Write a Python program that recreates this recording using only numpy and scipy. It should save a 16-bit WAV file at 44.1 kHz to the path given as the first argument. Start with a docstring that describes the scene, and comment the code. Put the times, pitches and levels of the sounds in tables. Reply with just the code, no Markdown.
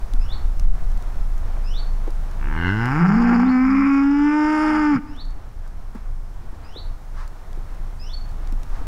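"""Wind rumbles on the microphone over a distant wash; hooves thud and tick in the grass, and a small
bird repeats one rising, two-voiced call. Then the walking cow bellows once: a low pulsing growl
climbs, breaks into a rough roar, clears and drops. Its vocal folds pulse through a moving mouth over
a booming chest, and flapping tissue adds the grit. A far tree line answers."""
import sys
import numpy as np
from scipy import signal
from scipy.fft import rfft, irfft, next_fast_len
from scipy.io import wavfile
from scipy.ndimage import uniform_filter1d, minimum_filter1d, map_coordinates

SR = 44100
rng = np.random.default_rng(int(sys.argv[2]) if len(sys.argv) > 2 else 0)


def dump_mix(stems):
    """Bounce the given channels to the path in sys.argv[1] as a 16-bit WAV at rate SR."""
    frames = np.atleast_2d(stems).T  # one column per channel
    limited = np.clip(frames, -1, 1)  # hard clip at full scale
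    pcm = np.round(limited * 32767).astype(np.int16)
    wavfile.write(sys.argv[1], SR, pcm)


N = 391166

# wind rumble between gusts: t/s, level/dB
BREEZE = [(0, -21), (.9, -17.5), (1.5, -19), (2.2, -16.5), (2.7, -28), (4.6, -38), (5.4, -29.5),
          (7.6, -28.5), (8.87, -20)]
# gusts: t/s, level/dB, half length/s
GUSTS = [(.23, -19, 0.095), (.68, -7.5, 0.052), (5.27, -30.5, 0.046), (6.1, -29.5, 0.051),
         (6.62, -33, 0.017), (7.17, -34.5, 0.043), (8.2, -28, 0.033)]
# EQ of the wind's rumble and buffeting, and of the country's wash and hiss: f/Hz, level/dB
RUMBLE_EQ = [(8, 5.5), (20, -7), (27, 18.5), (34, 0.5), (48, -17.5), (80, -37.5), (250, -120)]
BUFFET_EQ = [(30, -21), (50, -1.5), (80, -6), (120, -12.5), (200, -23.5), (400, -44.5), (1500, -110)]
WASH_EQ = [(120, -18), (200, -5), (355, -7), (431, -8.5), (582, -8.5), (698, -6), (1310, -10.5),
           (1490, -13), (2890, -25), (4500, -28), (5850, -73), (9900, -120)]
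HISS_EQ = [(1500, -22.5), (3000, -7), (4200, -2.5), (5300, 4.5), (7000, 0.5), (10000, -2.5), (15700, -6)]
# hoof falls: t/s, level/dB, thud f/Hz
HOOVES = [(0.135, -33, 252), (1.567, -35.5, 680), (2.074, -25.5, 381), (5.949, -26.5, 223),
          (6.527, -41, 332), (6.759, -31.5, 340), (7.573, -38, 321), (8.523, -35.5, 266),
          (8.81, -33.5, 360)]
# stalks snapping: t/s, relative level/dB
STALKS = [(0.136, -32), (0.597, -31.5), (0.9164, -41), (0.9746, -39), (1.024, -39.5), (1.38, -41),
          (2.1055, -38), (2.313, -40.5), (2.8568, -34), (7.2773, -40), (7.53, -42), (8.4731, -38),
          (8.524, -37), (8.6327, -38.5)]
# legs brushing the grass: t/s, level/dB, half length/s
BRUSHES = [(5.661, -54, 0.0222), (5.963, -49, 0.021), (6.544, -54, 0.018), (7.206, -42.5, 0.037),
           (8.76, -45.5, 0.044)]
# EQ of snaps, brushes and ticks: f/Hz, level/dB
SNAP_EQ = [(500, 1), (6000, 5), (15000, -7)]
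BRUSH_EQ = [(300, -21), (900, 10), (1600, 7), (2800, -10), (5500, -11), (14000, -32)]
TICK_EQ = [(1000, -14.5), (5500, 3.5), (15000, -11.5)]
# bird calls: top note t/s, relative sweep level/dB, relative whistle level/dB, top note accent/dB
CALLS = [(0.333, -36.5, -47, -4), (1.783, -34.5, -41.5, -1.5), (3.492, -49, -59.5, 6.5),
         (5.208, -42.5, -52, 5), (6.783, -38, -48, -1), (8.137, -37, -40, 7)]
# the two voices of a call: t/s from the top note, f/Hz, relative level/dB
SWEEP = [(-.15, 2400, -26), (-.13, 2520, -17.5), (-.05, 3100, -13), (-.035, 3485, -5.5), (-.02, 3613, -4.5),
         (-.01, 3950, -2), (0, 4417, -0.5), (.018, 4450, -4.5), (.032, 4380, -29)]
WHISTLE = [(-.15, 4600, -28), (-.135, 4900, -3), (-.095, 5350, -6), (-.06, 5850, -11), (-.045, 5950, -36)]
# pitch of the bellow: t/s, f/Hz
PITCH = [(2.38, 61.72), (2.69, 93.2), (2.74, 104.4), (2.9, 129.4), (3.0, 167.4), (3.12, 204.1),
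         (3.17, 237.7), (3.4, 239.8), (3.46, 258.6), (3.58, 253.7), (3.79, 275.1), (4.01, 276.3),
         (4.35, 300.5), (4.61, 308.5), (4.8, 304.5), (4.91, 293.5), (4.95, 274), (5.0, 201.6)]
# how hard the cow pushes: t/s, throat level/dB
EFFORT = [(2.38, -44), (2.5, -35.5), (2.68, -24), (2.76, -30), (2.83, -26), (3.34, -25.5), (3.48, -29),
          (3.98, -27.5), (4.1, -32.5), (4.38, -25), (4.66, -23.5), (4.87, -25), (4.97, -30), (5.0, -51)]
# rough spells of the larynx: start t/s, end t/s, roughness, added breath share
SPELLS = [(2.998, 3.153, 1.03, 0.26), (3.141, 3.491, .62, 0.44), (3.66, 3.865, 0.41, 0.4),
          (4.496, 4.684, 0.04, 0), (4.687, 4.813, .17, 0.2), (4.945, 5.05, .6, 0.58)]
# mouth moves: t/s, opening (0 shut, 1 half, 2 taut, 3 wide; more only lifts the rasp), resonance factor
MOUTH = [(2.45, 1.3, 1.105), (2.68, 0, 1.036), (2.95, 1.13, 0.99), (3.2, 1, 0.96), (3.45, 1, 0.96),
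         (4.02, 2.5, 1.014), (4.13, 5, 1.01), (4.3, 2.5, 1.036), (4.6, 4.5, 0.98), (4.98, 2.5, 0.976)]
# throat resonances from nearly shut to wide open: f/Hz, level/dB
SHUT = [(200, -76.5), (340, -1), (460, -7.5), (560, -23.5), (850, 1), (1230, -6), (1440, 13), (1780, -5),
        (2000, 3), (2220, -28), (2660, -2.5), (3100, -20), (4500, -28.5), (7000, -80.5)]
HALF = [(120, -78.5), (320, 4), (470, -7), (560, -16.5), (680, -11), (830, 5.5), (990, -1.5), (1170, -0.5),
        (1560, 0.5), (1950, -8.5), (2550, -13), (3200, -29.5), (7000, -78.5)]
TAUT = [(150, -65), (380, -1), (680, -17.5), (830, -2), (950, -3.5), (1100, 7), (1380, 4), (1650, -5),
        (2450, 0.5), (2700, -15.5), (3600, -43), (7000, -89)]
WIDE = [(150, -63), (380, -2), (520, -15), (720, -12), (880, 9.5), (1040, -7), (1300, 5.5), (1850, -5.5),
        (2300, -9.5), (2800, -17), (3350, -28.5), (3900, -42), (7000, -91.5)]
# what chest and nose let through: f/Hz, level/dB
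CHEST_EQ = [(70, 2), (250, 0.5), (290, 0.5), (312, -3.5), (380, -7.5), (475, -8), (520, -27), (570, -48.5),
            (600, -18.5), (620, -10.5), (700, -34), (900, -73.5)]
# EQ of the voice's rasp, its treble flare and its scatter off the turf: f/Hz, level/dB
RASP_EQ = [(2200, -70), (3500, -9.5), (4100, -16), (4900, 1), (5400, -0.5), (6500, -14.5), (7100, -11.5),
           (7800, -21), (9200, -25), (11500, -39.5), (15500, -53.5)]
FLARE_EQ = [(4000, -50.5), (7800, 1), (9200, 2), (12500, -15), (15500, -28.5)]
TURF_EQ = [(400, -40), (900, -6), (1500, 0)]

WASH_DB, HISS_DB, BUFFET_DB = -45.5, -58.5, -26
DUCK_DB, DUCK_S, RETURN_DB_PER_S = 6.5, 0.32, 1.27  # the bed sinks behind the roar and creeps back
BELLOW_START_S, BELLOW_END_S = PITCH[0][0], PITCH[-1][0]
GROWL_DB, ROAR_DB, BREAK_AT_S, BREAK_S = -24.5, -16, 2.95, 0.063  # chest drive jumps into the roar
SWELL_DB, SWELL_S, RELEASE_DB, RELEASE_S = 20.5, 0.29, 17, 0.048  # the chest's attack and release
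FLAP_RATIO, FLAP_FLOOR_HZ = .76, 161  # loose tissue flaps below the pitch of the folds
RASP_DB, RASP_SOFT_DB, RASP_FROM_S, RASP_RISE_S = -26.5, -14, 2.53, 0.23  # rasp against the throat
FLARE_DB, FLARE_PITCH_HZ, FLARE_DB_PER_HZ = -58, 308.2, 1.4  # the flare fades below this pitch
CEILING, TOP_HZ = .5, 15750


def amp(db):
    """Decibels to gain."""
    return 10 ** (np.asarray(db) / 20)


def unit(x):
    """Scale to rms 1."""
    return x / np.sqrt(np.mean(x ** 2) + 1e-20)


def steady(x, size=2600):
    """Ride the rms to 1 over windows of size samples."""
    return x / np.sqrt(np.abs(uniform_filter1d(x ** 2, size=size)) + 1e-12)


def curves(rows):
    """One automation curve for each column after the time."""
    s, *cols = np.transpose(rows)
    return [np.interp(np.arange(N) / SR, s, c) for c in cols]


def ramp(start, length):
    """Rise from 0 to 1 over length seconds from start."""
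    return np.clip((np.arange(N) / SR - start) / length, 0, 1)


def swells(rows):
    """A bell-shaped envelope for each row of t/s, level/dB, half length/s."""
    return sum(amp(db) * np.exp(-((np.arange(N) / SR - s) / width) ** 2 / 2) for s, db, width in rows)


def wobble(rate):
    """Smooth random modulation, rate knots a second."""
    return map_coordinates(rng.standard_normal(int(N * rate / SR) + 4), [np.arange(N) * rate / SR])


def colour(x, eq):
    """Minimum-phase EQ through points of f/Hz, level/dB."""
    m = 2 * next_fast_len(N // 2 + 8192)
    hz, db = np.transpose(eq)
    gain = amp(np.interp(np.log(np.fft.rfftfreq(m, 1 / SR) + 1), np.log(hz), db))
    cepstrum = irfft(np.log(gain + 1e-6))
    cepstrum[1:m // 2] *= 2
    cepstrum[m // 2 + 1:] = 0
    return irfft(rfft(x, m) * np.exp(rfft(cepstrum)))[:N]


def noise(eq):
    """Coloured noise of rms 1."""
    return unit(colour(rng.standard_normal(N), eq))


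def pulses(at, sizes):
    """Sharp pulses placed between samples."""
    taps = at.astype(int)[:, None] + np.arange(-7, 9)
    offset = taps - at[:, None]
    shape = np.sinc(offset) * np.sinc(offset / 8)
    return np.bincount(np.clip(taps, 0, N - 1).ravel(), (sizes[:, None] * shape).ravel(), N)


def echo(x, t60, rise_s):
    """The diffuse reverb of trees and ground."""
    t = np.arange(SR) / SR
    tail = rng.standard_normal(SR) * amp(-60 * t / t60) * (1 - np.exp(-t / rise_s))
    return signal.fftconvolve(x, tail / np.linalg.norm(tail))[:N]


def wind():
    """Wind shakes the microphone: a sub rumble, and buffeting that follows it at half the depth."""
    breeze_db = curves(BREEZE)[0] + 2.8 * wobble(11)
    wind_db = 20 * np.log10(amp(breeze_db) + swells(GUSTS))
    rumble = amp(wind_db) * steady(noise(RUMBLE_EQ), size=8000)
    buffet = amp(BUFFET_DB + 0.49 * wind_db + 1.1 * wobble(15)) * noise(BUFFET_EQ)
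    return rumble + buffet


def country():
    """A bed of distant wash and hiss from open country, ducked behind the roar."""
    wash = amp(WASH_DB + 1.3 * wobble(11)) * noise(WASH_EQ)
    hiss = amp(HISS_DB) * noise(HISS_EQ)
    since_bellow = np.maximum(np.arange(N) / SR - BELLOW_END_S, 0)
    duck_db = np.maximum(DUCK_DB * ramp(BREAK_AT_S, DUCK_S) - RETURN_DB_PER_S * since_bellow, 0)
    return amp(-duck_db) * (wash + hiss)


def rustle():
    """Tiny scattered ticks of wet grass."""
    when, strength = rng.random((90, 2)).T
    ticks = pulses(when * (N - 1), amp(-54.5 + 25 * strength ** 2))
    return colour(ticks + echo(ticks, t60=.02, rise_s=.001), TICK_EQ)


def steps():
    """Hooves thud in soft turf, stalks snap and legs brush the grass."""
    t = np.arange(SR // 4) / SR
    thuds, snaps = np.zeros(N + SR), np.zeros(N + SR)
    for s, db, hz in HOOVES:
        band = signal.butter(2, [hz * 0.56, hz * 1.21], "band", fs=SR, output="sos")
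        turf = unit(signal.sosfilt(band, rng.standard_normal(len(t))))
        squelch = amp(-25) * rng.standard_normal(len(t)) * amp(-60 * t / .05)
        envelope = amp(-60 * t / 0.081) * (1 - np.exp(-t / 0.0009))
        thuds[round(s * SR):][:len(t)] += amp(db) * (turf + squelch) * envelope
    for s, db in STALKS:
        snaps[round(s * SR):][:len(t)] += amp(db - 3) * rng.standard_normal(len(t)) * amp(-60 * t / .014)
    return thuds[:N] + colour(snaps[:N], SNAP_EQ) + swells(BRUSHES) * noise(BRUSH_EQ)


def bird(accent_rise_s=0.0075):
    """Two voices of the syrinx rise together with a slight warble, blurred by the trees."""
    t, song = np.arange(N) / SR, np.zeros(N)
    warble = 1 + .007 * wobble(130)
    flutter_db = 3 * wobble(70)
    for s, sweep_db, whistle_db, accent_db in CALLS:
        detune = 1 + .006 * rng.standard_normal()
        stress_db = flutter_db + accent_db * ramp(s - accent_rise_s, accent_rise_s)
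        for voice, db in ((SWEEP, sweep_db), (WHISTLE, whistle_db)):
            when, hz, level = np.transpose(voice)
            on = (t > s + when[0]) & (t < s + when[-1])
            pitch = np.interp(t[on] - s, when, hz) * detune * warble[on]
            envelope = amp(db + stress_db[on] + np.interp(t[on] - s, when, level))
            song[on] += envelope * np.sin(2 * np.pi * np.cumsum(pitch) / SR)
    return amp(-2.5) * (song + echo(song, t60=0.32, rise_s=0.003))


def cow():
    """Folds and breath drive the throat over a chest boom; a slower flap roughens the roar."""
    pitch, = curves(PITCH)
    throat_db, = curves(EFFORT)
    breath, scatter, flap_depth = larynx()
    gate = ramp(BELLOW_START_S, 0.041) * (1 - ramp(BELLOW_END_S - .008, 0.0083))
    jitter = (0.0014 + .3 * scatter) * wobble(90)
    waver = .0022 * wobble(22)
    cycles = np.cumsum(pitch * (1 + jitter + waver)) / SR
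    flap_hz = np.maximum(FLAP_RATIO * pitch, FLAP_FLOOR_HZ) * (1 + .033 * wobble(40))
    flap_cycles = np.cumsum(flap_hz) / SR
    beat = flap_depth * np.sin(2 * np.pi * (cycles - flap_cycles))
    folds = vocal_folds(pitch, cycles, scatter, beat)
    # air bursts through just after every pulse
    air = steady(rng.standard_normal(N) * (.2 + np.exp(-(cycles % 1) / .25)))
    source = muzzle(np.sqrt(1 - breath) * folds + np.sqrt(breath) * air)
    treble = rasp(folds + 1.1 * air, throat_db, flap_depth) + flare(air, pitch)
    boom = chest(pitch, cycles, flap_cycles, flap_depth) + grunt()
    jolt_db = 3.5 * flap_depth * wobble(45)
    return gate * (boom + amp(throat_db + jolt_db) * throat(source) + treble)


def larynx(fade_s=.07):
    """Breath share, timing scatter (in cycles) and flap depth rise in the rough spells."""
    rough, breath = np.zeros(N), np.full(N, 0.16)
    for start, end, roughness, share in SPELLS:
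        spell = ramp(start - fade_s / 2, fade_s) - ramp(end - fade_s / 2, fade_s)
        rough += roughness * spell
        breath += share * spell
    scatter = .005 + .07 * rough
    flap_depth = 0.031 + 0.57 * rough
    return np.clip([breath, scatter, flap_depth], 0, 1)


def vocal_folds(pitch, cycles, scatter, beat):
    """One pulse a cycle, pushed about in time and size by chance and by the beat with the flap."""
    at = np.interp(np.arange(1, int(cycles[-1])), cycles, np.arange(N))
    i = at.astype(int)
    slip, shimmer = rng.standard_normal((len(at), 2)).T
    late_cycles = scatter[i] * slip + 0.17 * beat[i]
    sizes = amp(32 * scatter[i] * shimmer) * (1 + beat[i])
    return steady(pulses(at + SR / pitch[i] * late_cycles, sizes))


def muzzle(x):
    """Reflections in the long nose and mouth make some high overtones strong and others weak."""
    t = np.arange(SR // 50) / SR
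    walls = rng.standard_normal(len(t)) * amp(-60 * t / .022) * (t > .0005)
    walls = signal.sosfilt(signal.butter(4, 3000, "high", fs=SR, output="sos"), walls)
    return x + amp(-3) * signal.fftconvolve(x, walls / np.linalg.norm(walls))[:N]


def neck(source, eqs):
    """The stretching neck slides all resonances: a shorter throat filters on a faster clock."""
    _, raised = curves(MOUTH)
    clock = np.cumsum(raised)
    clock -= clock[N // 2] - N // 2
    warped = map_coordinates(source, [np.interp(np.arange(N), clock, np.arange(N))])
    return [map_coordinates(colour(warped, eq), [clock], mode="nearest") for eq in eqs]


def throat(source):
    """The moving mouth crossfades between four vowels."""
    vowels = neck(source, (SHUT, HALF, TAUT, WIDE))
    shape = np.clip(curves(MOUTH)[0], 0, len(vowels) - 1)
    return steady(sum(np.maximum(1 - abs(shape - k), 0) * vowel for k, vowel in enumerate(vowels)))


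def chest(pitch, cycles, flap_cycles, flap_depth):
    """The lowest partials and the flap boom through nose and chest; flapping dims the overtones."""
    level_db = GROWL_DB + (ROAR_DB - GROWL_DB) * ramp(BREAK_AT_S, BREAK_S)
    level_db -= SWELL_DB * (1 - ramp(BELLOW_START_S, SWELL_S))
    level_db -= RELEASE_DB * ramp(BELLOW_END_S - RELEASE_S, RELEASE_S)
    partials = []
    for k in range(1, 7):
        db = -3 * np.log2(k) + np.interp(k * pitch, *np.transpose(CHEST_EQ))
        partials.append(amp(db) * np.sin(2 * np.pi * k * cycles))
    overtones = amp(-25 * flap_depth) * sum(partials[1:])
    flapping = 0.9 * flap_depth * np.sin(2 * np.pi * flap_cycles)
    return np.sqrt(2) * amp(level_db) * (partials[0] + overtones + flapping)


def rasp(source, throat_db, flap_depth):
    """A bright edge enters once the growl is under way, grows with effort and escapes the open mouth."""
    opening, _ = curves(MOUTH)  # each step of opening adds 1 dB
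    level_db = throat_db + RASP_DB + opening + RASP_SOFT_DB * (1 - ramp(RASP_FROM_S, RASP_RISE_S))
    edge = steady(neck(muzzle(source), [RASP_EQ])[0])
    return edge * amp(level_db + wobble(120) + 7 * flap_depth * wobble(45))


def flare(air, pitch):
    """At the top of the pitch the breath flares into the high treble."""
    level_db = FLARE_DB - FLARE_DB_PER_HZ * np.maximum(FLARE_PITCH_HZ - pitch, 0)
    return amp(level_db) * steady(colour(muzzle(np.roll(air, 500)), FLARE_EQ))


def grunt(at_s=4.962, db=-26, half_s=.011, centre_hz=135.3, fall_octaves_per_s=20):
    """A few slack, falling beats of the larynx close the bellow."""
    t = np.clip(np.arange(N) / SR - at_s, -.1, .1)
    hz = centre_hz * 2 ** (-fall_octaves_per_s * t)
    return swells([(at_s, db, half_s)]) * np.sqrt(2) * np.sin(2 * np.pi * np.cumsum(hz) / SR)


def scene():
    """The mono pasture mix: the bellow scatters off nearby turf and the trees answer faintly."""
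    voice = cow()
    turf = amp(-12) * echo(colour(voice, TURF_EQ), t60=.06, rise_s=.005)
    trees = amp(-20) * echo(voice, t60=1.0, rise_s=.08)
    return (voice + turf + trees + bird() + steps() + rustle() + wind() + country())[None]


def record(dry):
    """A limiter holds down the peaks, and a brick-wall low-pass trims the top."""
    needed = np.minimum(1, CEILING / (np.abs(dry) + 1e-9))
    gain = uniform_filter1d(minimum_filter1d(needed, size=1400), size=700)
    m = next_fast_len(N + SR)
    passband = np.fft.rfftfreq(m, 1 / SR) < TOP_HZ
    return irfft(rfft(dry * gain, m) * passband, m)[..., :N]


dry = scene()
out = record(dry)
dump_mix(out)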